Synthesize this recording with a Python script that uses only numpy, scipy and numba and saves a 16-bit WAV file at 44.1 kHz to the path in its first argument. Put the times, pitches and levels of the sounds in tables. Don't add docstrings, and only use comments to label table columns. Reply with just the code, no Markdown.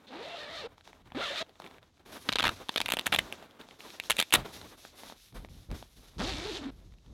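import sys
import numpy as np
from scipy import signal
from scipy.fft import rfft, irfft
from scipy.io import wavfile
from scipy.ndimage import uniform_filter1d
from numba import njit

SR = 44100
rng = np.random.default_rng(int(sys.argv[2]) if len(sys.argv) > 2 else 0)


def dump(signal):
    limited = np.clip(np.atleast_2d(signal).T, -1, 1)
    pcm = np.round(limited * 32767).astype(np.int16)
    wavfile.write(sys.argv[1], SR, pcm)


N = 314433

# t/s, tooth rate/Hz, tape hum/dB, slider rasp/dB
FIRST_PULL = [(0.07, 197.8, -71, -57.5), (0.142, 292.8, -52, -56), (0.23, 557, -50, -46.5),
              (0.316, 671.9, -51.5, -44.5), (0.42, 620.2, -51.5, -43.5), (0.474, 596, -53, -46),
              (0.526, 660.3, -49.5, -45), (0.59, 589.3, -55.5, -43.5), (0.664, 431, -46, -49.5),
              (0.675, 438.5, -58, -79)]
SECOND_PULL = [(1.148, 278, -47, -55.5), (1.168, 284.5, -47.5, -50), (1.194, 495, -43, -44.5),
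               (1.224, 584, -45, -37.5), (1.255, 598.6, -51.5, -37.5), (1.33, 637.6, -48.5, -40),
               (1.394, 658.4, -55, -36.5), (1.414, 613, -40, -39), (1.428, 603, -46, -47)]
NEAR_PULL = [(6.183, 131.5, -57.5, -50.5), (6.203, 193.3, -37, -44), (6.223, 251.2, -40, -43),
             (6.295, 386.8, -47, -40.5), (6.353, 279.9, -50, -44), (6.489, 443.6, -44.5, -44.5),
             (6.529, 299.5, -48, -44.5), (6.571, 355.5, -45, -44.5), (6.613, 267.6, -49, -57.5),
             (6.661, 267, -42.5, -57.5), (6.705, 254, -47, -67)]
# f/Hz, width/Hz, level/dB
SLIDER_MODES = [(1670, 1070, -4), (2810, 290, -0.5), (3950, 1500, 4)]


def zip_pull(pull, wobble, jitter, tooth_decay, knock_db, surge_db, overtones_db, treble_db,
             rattle_db, settle_db_per_s):
    tooth_hz, hum_db, rasp_db = curves(pull)
    t = np.arange(N) / SR
    start_s, end_s = pull[0][0], pull[-1][0]
    moving = np.clip(np.minimum(t - start_s, end_s - t) / 0.00088 + 1, 0, 1)
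    phase = np.cumsum(tooth_hz * (1 + wobble * walk(70) + jitter * walk(500))) / SR
    tooth = phase.astype(int)
    strength = undb(1.25 * rng.standard_normal(N // 20)[tooth % (N // 20)])
    knocks = undb(knock_db) * unit(np.diff(tooth, prepend=0) * strength)
    scrape = unit(strength * np.exp(-tooth_decay * (phase % 1)))

    def drive():
        return knocks + scrape * rng.standard_normal(N)

    slider = np.zeros(N)
    for k, (hz, width_hz, db) in enumerate(SLIDER_MODES):
        gain = undb(db + surge_db * walk(25))
        slider += (-1) ** k * gain * band(drive(), hz * (1 + 0.07 * walk(13)), width_hz)
    treble = band(drive(), 5000 * (1 + 0.08 * walk(12)), 3100)
    treble = unit(band(treble, 6500, 8700)) * undb(1.2 * walk(20))
    slack_db = -1.5 * np.log2(tooth_hz / 400) - settle_db_per_s * (t - start_s)
    rattle = unit(band(drive(), 504, 700)) * undb(walk(40) + slack_db)
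    hum = np.sqrt(2) * np.sin(2 * np.pi * phase) * undb(4.2 * walk(110))
    buzz = sum(undb(db + 3.4 * walk(40)) * np.sin(2 * np.pi * harmonic * phase)
               for harmonic, db in enumerate(overtones_db, start=2))
    tape = hum - undb(rattle_db) * rattle
    rasp = unit(slider) + buzz + undb(treble_db) * treble
    return moving * (undb(hum_db) * tape + undb(rasp_db) * rasp)


# t/s, level/dB, length/ms
HOOK_GROUPS = [(2.2889, -18, 1.5), (2.2919, -15, 1.1), (2.3205, -23.5, 1), (2.3258, -19, 3.1),
               (2.3345, -20, 1.14), (2.3566, -19.5, 4.4), (2.366, -32.5, 4.5), (2.386, -19, 1.5),
               (2.3907, -23, 3.5), (2.397, -21, 2), (2.4039, -25, 4.25), (2.4216, -28, 3.8),
               (2.4278, -23, 3.2), (2.4396, -25, 7), (2.4517, -25, 6), (2.46, -26.5, 6.7),
               (2.4692, -20.5, 2.9), (2.4794, -19.5, 1.8), (2.491, -23.5, 3.8), (2.6867, -28.5, 0.74),
               (2.6922, -23, 2.5), (2.7417, -35, 1.4), (2.7603, -15, 1.23), (2.7637, -26.5, 1.9),
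               (2.7744, -21, 2), (2.7785, -18, 2.8), (2.8035, -19.5, 1.9), (2.815, -14.5, 1.5),
               (2.8596, -23, 3.8), (2.884, -21, 0.62), (2.8888, -24.5, 1.3), (2.9019, -20.5, 1.4),
               (2.906, -22, 1.24), (2.921, -10, 0.67), (2.9239, -22, 1.5), (2.937, -19, 1.4),
               (2.9428, -26.5, 1.8), (2.9699, -20, .94), (2.9888, -20, 0.57), (2.9941, -17, 1.14),
               (3.0118, -32.5, 1.05), (3.0596, -30, 2.7), (3.0632, -22, 1.4), (3.0668, -18.5, 3.4),
               (3.0746, -27, 2.9), (3.1226, -23, 5.1), (3.1259, -26, 4), (3.131, -27, 5.6),
               (3.1393, -20.5, 2.4), (3.1457, -19.5, 4.3), (3.15, -24.5, 1.9), (3.1615, -19.5, 2.2),
               (3.1874, -17.5, 5.15), (3.3254, -25, 1.03), (3.9998, -19, 0.94), (4.0376, -35, 1.6),
               (4.099, -14, 3.7), (4.106, -10.5, 2.8), (4.1167, -17, 1.6), (4.125, -24, 1.3),
               (4.1676, -22.5, 1.44), (4.1816, -31, 2), (4.1854, -22, 2.8), (4.1905, -17, 3.6),
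               (4.1993, -15, 4.85), (4.205, -25, 2.7), (4.2132, -19, 1.6), (4.2255, -16.5, 1.7),
               (4.3067, -36, 1.8), (4.3251, -15, 1.2), (4.328, -16, 2.4), (4.331, -23.5, 5.8),
               (4.3377, -8, 3.9), (4.3417, -19.5, 7.2), (4.3494, -14, 10.2)]
# start/s, end/s, first ring/Hz, last ring/Hz, bass/dB, treble/dB (both re level)
STRIP_TEARS = [(2.285, 2.388, 3330, 3370, -13, -35), (2.393, 2.494, 2980, 2540, -9.5, -18),
               (2.68, 2.825, 3350, 3700, -14.5, -12), (2.826, 3.02, 2860, 3040, -10, -4),
               (3.055, 3.21, 2680, 2480, -12.5, -4), (3.99, 4.124, 3230, 2990, -20, -5.5),
               (4.164, 4.238, 2950, 3170, -20.5, -2.5), (4.31, 4.4, 3080, 3300, -20, -1)]
STRAY_DB, STRAY_MAX_LAG_S, STRAY_MS = -12.5, 0.02, 0.68
HOOK_SCATTER_DB, HOOK_BASS_DB_PER_DOUBLING = 3.0, 2.5


def hook_and_loop():
    start_s, end_s, first_hz, last_hz, bass_db, treble_db = np.transpose(STRIP_TEARS)
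    s, db, ms = np.transpose(HOOK_GROUPS)
    lag, drop = rng.random((len(s), 2)).T
    s = np.r_[s, s + STRAY_MAX_LAG_S * lag]
    db = np.r_[db, db + STRAY_DB - 9 * drop]
    ms = np.r_[ms, np.full(len(ms), STRAY_MS)]
    ring_scatter, bass_scatter, treble_scatter = rng.standard_normal((len(s), 3)).T
    edges_s = np.ravel([start_s, end_s], "F")
    hz = np.interp(s, edges_s, np.ravel([first_hz, last_hz], "F")) * (1 + 0.07 * ring_scatter)
    bass_db = np.interp(s, edges_s, np.repeat(bass_db, 2)) + HOOK_SCATTER_DB * bass_scatter
    bass_db += HOOK_BASS_DB_PER_DOUBLING * np.log2(ms)
    treble_db = np.interp(s, edges_s, np.repeat(treble_db, 2)) + HOOK_SCATTER_DB * treble_scatter
    events = np.transpose([s, db, hz, bass_db, treble_db, ms])
    return cracks(events, bass_hz=860, bass_width_hz=1340, ring_width_hz=2360, spread_db=2.5)


# t/s, level/dB, bass/dB re level, ring/Hz
CREASE_SNAPS = [(0.7806, -51.5, 8.5, 2470), (0.8097, -50, 2, 2040), (0.8757, -38.5, 1, 3920),
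                (0.9306, -48, 7, 2430), (1.1036, -55, 4, 2020), (1.1203, -47.5, 10, 1710),
                (1.494, -45, 0, 3320), (1.6005, -37, 5, 4014), (1.6205, -34, -23, 1950),
                (1.6424, -43, 3, 1880), (1.6638, -41, -12, 2200), (1.6746, -53, 16, 3100),
                (1.7115, -53, 11, 2060), (1.745, -53, 0, 2330), (1.7835, -48.5, -5, 1980),
                (1.829, -51.5, 3, 2080), (2.0093, -70, -9.5, 2050), (2.0612, -56.5, 8.5, 1710),
                (3.4258, -40, 2, 3600), (3.51, -43, -13, 3800), (3.613, -39, -18, 3800),
                (3.6875, -43, 3, 3180), (3.7102, -40.5, -10, 1990), (3.8055, -33.5, -15, 3300),
                (3.9037, -35, -15, 3370), (4.4592, -39, -4, 3380), (4.6146, -37.5, 4, 3560),
                (4.8509, -42.5, 9.5, 3650), (5.0344, -47, 12, 4040), (5.048, -57, -9, 3560),
                (5.071, -52.5, 5, 3990), (5.0992, -48, 15, 4170), (5.1233, -41, 3, 4050),
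                (5.3251, -56, 5, 3820), (5.448, -47.5, 14, 1890), (5.7042, -43, -2, 3130),
                (5.7144, -30.5, -6.5, 3640), (5.8263, -44.5, 9, 3720), (6.9225, -54.5, -24.5, 1895),
                (7.0818, -60, 1.5, 3840)]
SNAP_TREBLE_DB, SNAP_MS = -16, 1.3


def creases(faint_count):
    faint = rng.uniform([0, -57.5, -10, 1800], [N / SR - 0.01, -52.5, 2, 4000], (faint_count, 4))
    events = [(s, db, hz, bass_db, SNAP_TREBLE_DB, SNAP_MS)
              for s, db, bass_db, hz in CREASE_SNAPS + faint.tolist()]
    return cracks(events, bass_hz=690, bass_width_hz=510, ring_width_hz=2100, spread_db=-3.0)


def cracks(events, bass_hz, bass_width_hz, ring_width_hz, spread_db):
    slips = grit(spread_db)
    drives = np.zeros((3, N))
    ring_hz = np.full(N, 3000.)
    for s, db, hz, bass_db, treble_db, ms in sorted(events, key=lambda event: event[0]):
        i, length = int(s * SR), int(ms * SR / 1000)
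        run = slips[i:i + length].copy()
        run[0] = 4.5
        drives[:, i:i + length] += undb(db + np.array([[0], [bass_db], [treble_db]])) * unit(run)
        ring_hz[i:] = hz
    ring_drive, bass_drive, treble_drive = drives
    ring = band(ring_drive, ring_hz, ring_width_hz)
    bass = band(bass_drive, bass_hz, bass_width_hz)
    thud = band(band(bass_drive, 260, 190), 270, 400)
    treble = band(band(treble_drive, 8770, 9000), 9500, 22000)
    return undb(4) * ring + undb(9) * bass + undb(3) * thud + undb(5) * treble


# t/s, hold/s, crumple/dB, swish/dB
CLOTH_MOVES = [(0.0, 0.051, -63, -70), (0.689, 0.055, -61.5, -82.5), (.78, 0.0257, -65, -66),
               (0.848, 0.05, -60, -56.5), (0.947, 0.066, -64, -92), (1.062, .08, -64.5, -82),
               (1.435, 0.14, -64, -71), (1.6, 0.076, -56.5, -68), (1.708, 0.062, -60, -76.5),
               (1.825, 0.0092, -59.5, -81), (2.003, 0.0076, -62, -87), (2.063, 0.046, -52.5, -57),
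               (2.128, 0.039, -46, -48), (2.215, 0.088, -54.5, -50), (2.5, 0.035, -46.5, -51),
               (2.569, 0.096, -52, -55), (2.719, 0.62, -54.5, -52), (3.178, 0.092, -57, -80),
               (3.337, 0.11, -57.5, -88), (3.464, .11, -60.5, -97), (3.601, 0.035, -51.5, -57.5),
               (3.68, 0.093, -57.5, -61.5), (3.799, .16, -53, -48.5), (4.025, .09, -57, -52.5),
               (4.126, 0.09, -58, -48), (4.22, 0.088, -69, -56.5), (4.342, 0.059, -34, -53),
               (4.457, 0.036, -50, -51.5), (4.536, 0.11, -52, -49), (4.656, 0.1, -56.5, -60),
               (4.781, .2, -61.5, -50), (4.995, 0.13, -57, -53), (5.165, 0.12, -89, -58),
               (5.354, 0.018, -47.5, -52.5), (5.428, 0.03, -66.5, -71), (5.499, 0.15, -68.5, -57),
               (5.714, 0.0064, -55, -65), (5.753, 0.031, -52.5, -46), (5.845, 0.07, -92, -64),
               (5.97, 0.089, -69.5, -59.5), (6.083, 0.074, -69, -56.5), (6.72, .14, -77, -65.5),
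               (6.866, 0.053, -84, -73.5), (6.974, 0.23, -85, -68.5)]
# f/Hz, level/dB
CRUMPLE_SPECTRUM = [(100, -14), (250, 1), (600, -2.5), (1200, -6), (2500, -13.5)]
# t/s, level/dB re swish
SWISH_SHEEN = [(0.0, -18), (2.0, -20), (2.06, -0.5), (2.6, -4), (3.3, -14), (3.5, -30), (3.8, -4.5),
               (4.3, -7.5), (4.45, -1), (4.9, -4.5), (5.3, 1), (5.7, -2), (6.15, -3.5), (6.75, -4),
               (7.13, -15.5)]
REST_CRUMPLE_DB, REST_SWISH_DB = -74, -76.5


def cloth():
    s, hold_s, crumple_db, swish_db = np.transpose(CLOTH_MOVES)
    folding = undb(REST_CRUMPLE_DB) + gestures(s, hold_s, crumple_db, attack_s=0.013, t60_s=0.15)
    sliding = undb(REST_SWISH_DB) + gestures(s, hold_s, swish_db, attack_s=0.013, t60_s=0.28)
    crumple = unit(colour(grit(2.5) * undb(3.2 * walk(45)), CRUMPLE_SPECTRUM))
    friction = grit(2.5) * undb(2.7 * walk(25))
    swish = unit(band(friction, 6000, 2900))
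    sheen = unit(band(band(friction, 11000, 8200), 9000, 11000))
    sheen_db = curves(SWISH_SHEEN)[0] + 2.0 * walk(16)
    return folding * crumple + sliding * (swish + undb(sheen_db) * sheen)


# t/s, level/dB, hold/s
HAND_PUSHES = [(2.3, -58, 0.14), (2.45, -43.5, 0.032), (2.8, -62, 0.018), (2.96, -70, .02),
               (3.09, -51, 0.13), (3.65, -72, .1), (4.11, -63, 0.036), (4.347, -42.5, 0.052),
               (4.55, -66, 0.08), (4.89, -72, 0.013), (5.179, -74, 0.016), (5.341, -47, 0.082),
               (5.5, -56, 0.088), (5.705, -37.5, 0.013), (5.978, -57, 0.0069), (6.09, -65, 0.011),
               (6.18, -43, 0.205), (6.46, -54, 0.32), (6.829, -57, 0.1), (7.08, -51.5, .05)]
# f/Hz, width/Hz, level/dB
TAUT_WALL_MODES = [(45.74, 27, 6.5), (79.3, 45.6, -2), (122.1, 130, -10.5)]
WALL_REST_DB, MIC_CLOSE_AT_S, FAR_LOWEST_MODE_DB = -69, 5.0, -9


def wall():
    s, push_db, hold_s = np.transpose(HAND_PUSHES)
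    stir = undb(WALL_REST_DB + 5.1 * walk(6.4))
    force = stir + gestures(s, hold_s, push_db, attack_s=0.022, t60_s=0.26)
    noise = rng.standard_normal(N)
    lowest, *upper = (undb(db) * band(band(noise, hz, width_hz), hz, 2 * width_hz)
                      for hz, width_hz, db in TAUT_WALL_MODES)
    lowest_db = np.where(np.arange(N) < MIC_CLOSE_AT_S * SR, FAR_LOWEST_MODE_DB, 0)
    ring = undb(lowest_db) * lowest + sum(upper)
    running_rms = np.sqrt(uniform_filter1d(ring ** 2, size=4000))
    return force * ring / running_rms


def tent_echo(x, t60_s, level_db):
    t = np.arange(int(0.2 * SR)) / SR
    flutter = rng.standard_normal(len(t)) * undb(-60 * t / t60_s) * (t > 0.002)
    echo = signal.fftconvolve(x, flutter / np.sqrt(np.sum(flutter ** 2)))[:N]
    return undb(level_db) * band(echo, 2500, 8300)


def undb(db):
    return 10 ** (np.asarray(db) / 20)


def unit(x):
    return x / np.sqrt(np.mean(x ** 2))


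def curves(table):
    s, *columns = np.transpose(table)
    return [np.interp(np.arange(N) / SR, s, column) for column in columns]


def gestures(times_s, holds_s, levels_db, attack_s, t60_s):
    t = np.arange(N) / SR
    gain = np.zeros(N)
    for s, hold_s, db in zip(times_s, holds_s, levels_db):
        rise = np.clip((t - s) / attack_s + 1, 0, 1)
        gain += rise * undb(db - 60 * np.maximum(t - s - hold_s, 0) / t60_s)
    return gain


def walk(rate_hz):
    hold = int(SR / rate_hz)
    steps = np.repeat(rng.standard_normal(N // hold + 1), hold)
    return unit(uniform_filter1d(uniform_filter1d(steps, hold), hold)[:N])


def grit(spread_db):
    return unit(rng.standard_normal(N) * undb(spread_db * np.minimum(rng.exponential(size=N), 5.5)))


@njit
def svf(x, hz, width_hz):
    y, band_state, low_state = np.empty(len(x)), 0., 0.
    for i in range(len(x)):
        g, damping = np.tan(np.pi * hz[i] / SR), width_hz / hz[i]
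        v = (band_state + g * (x[i] + 1e-18 - low_state)) / (1 + g * (g + damping))
        band_state = 2 * v - band_state
        low_state += 2 * g * v
        y[i] = damping * v
    return y


def band(x, hz, width_hz):
    return svf(x, hz * np.ones(N), float(width_hz))


def colour(x, points):
    hz, db = np.transpose(points)
    size = 4096
    bin_hz = np.arange(size // 2 + 1) * SR / size
    bin_db = np.interp(np.log(bin_hz + 1), np.log(hz), db)
    cepstrum = irfft(bin_db * np.log(10) / 20)
    cepstrum[1:size // 2] *= 2
    cepstrum[size // 2 + 1:] = 0
    return signal.fftconvolve(x, irfft(np.exp(rfft(cepstrum))))[:N]


def scene():
    zips = zip_pull(FIRST_PULL, wobble=0.065, jitter=0.055, tooth_decay=1.7, knock_db=-3.0, surge_db=4.0,
                    overtones_db=(-6, -6, -10), treble_db=-15, rattle_db=2.0, settle_db_per_s=1.0)
    zips += zip_pull(SECOND_PULL, wobble=0.076, jitter=0.055, tooth_decay=0.9, knock_db=-3.5,
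                     surge_db=2.2, overtones_db=(-8, -7, -10), treble_db=-9.5, rattle_db=3.5,
                     settle_db_per_s=-1.0)
    zips += zip_pull(NEAR_PULL, wobble=0.044, jitter=0.07, tooth_decay=2.7, knock_db=-21.5,
                     surge_db=2.2, overtones_db=(-8, -12, -16), treble_db=3, rattle_db=0.0,
                     settle_db_per_s=14.5)
    sharp = zips + hook_and_loop() + creases(faint_count=60)
    return (sharp + tent_echo(sharp, t60_s=0.074, level_db=-15) + cloth() + wall())[None]


# f/Hz, level/dB
MIC_RESPONSE = [(20, -11.5), (40, 2), (2200, 2.5), (3000, 1), (3700, 3), (4200, -2), (4900, -7.5),
                (6300, -10), (9000, -13), (12500, -12.5), (16000, -18)]
CUTOFF_HZ = 16200


def record(dry):
    lowpass = signal.ellip(10, 0.2, 70, CUTOFF_HZ, fs=SR, output="sos")
    return signal.sosfilt(lowpass, colour(dry[0], MIC_RESPONSE))[None]


dry = scene()
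out = record(dry)
dump(out)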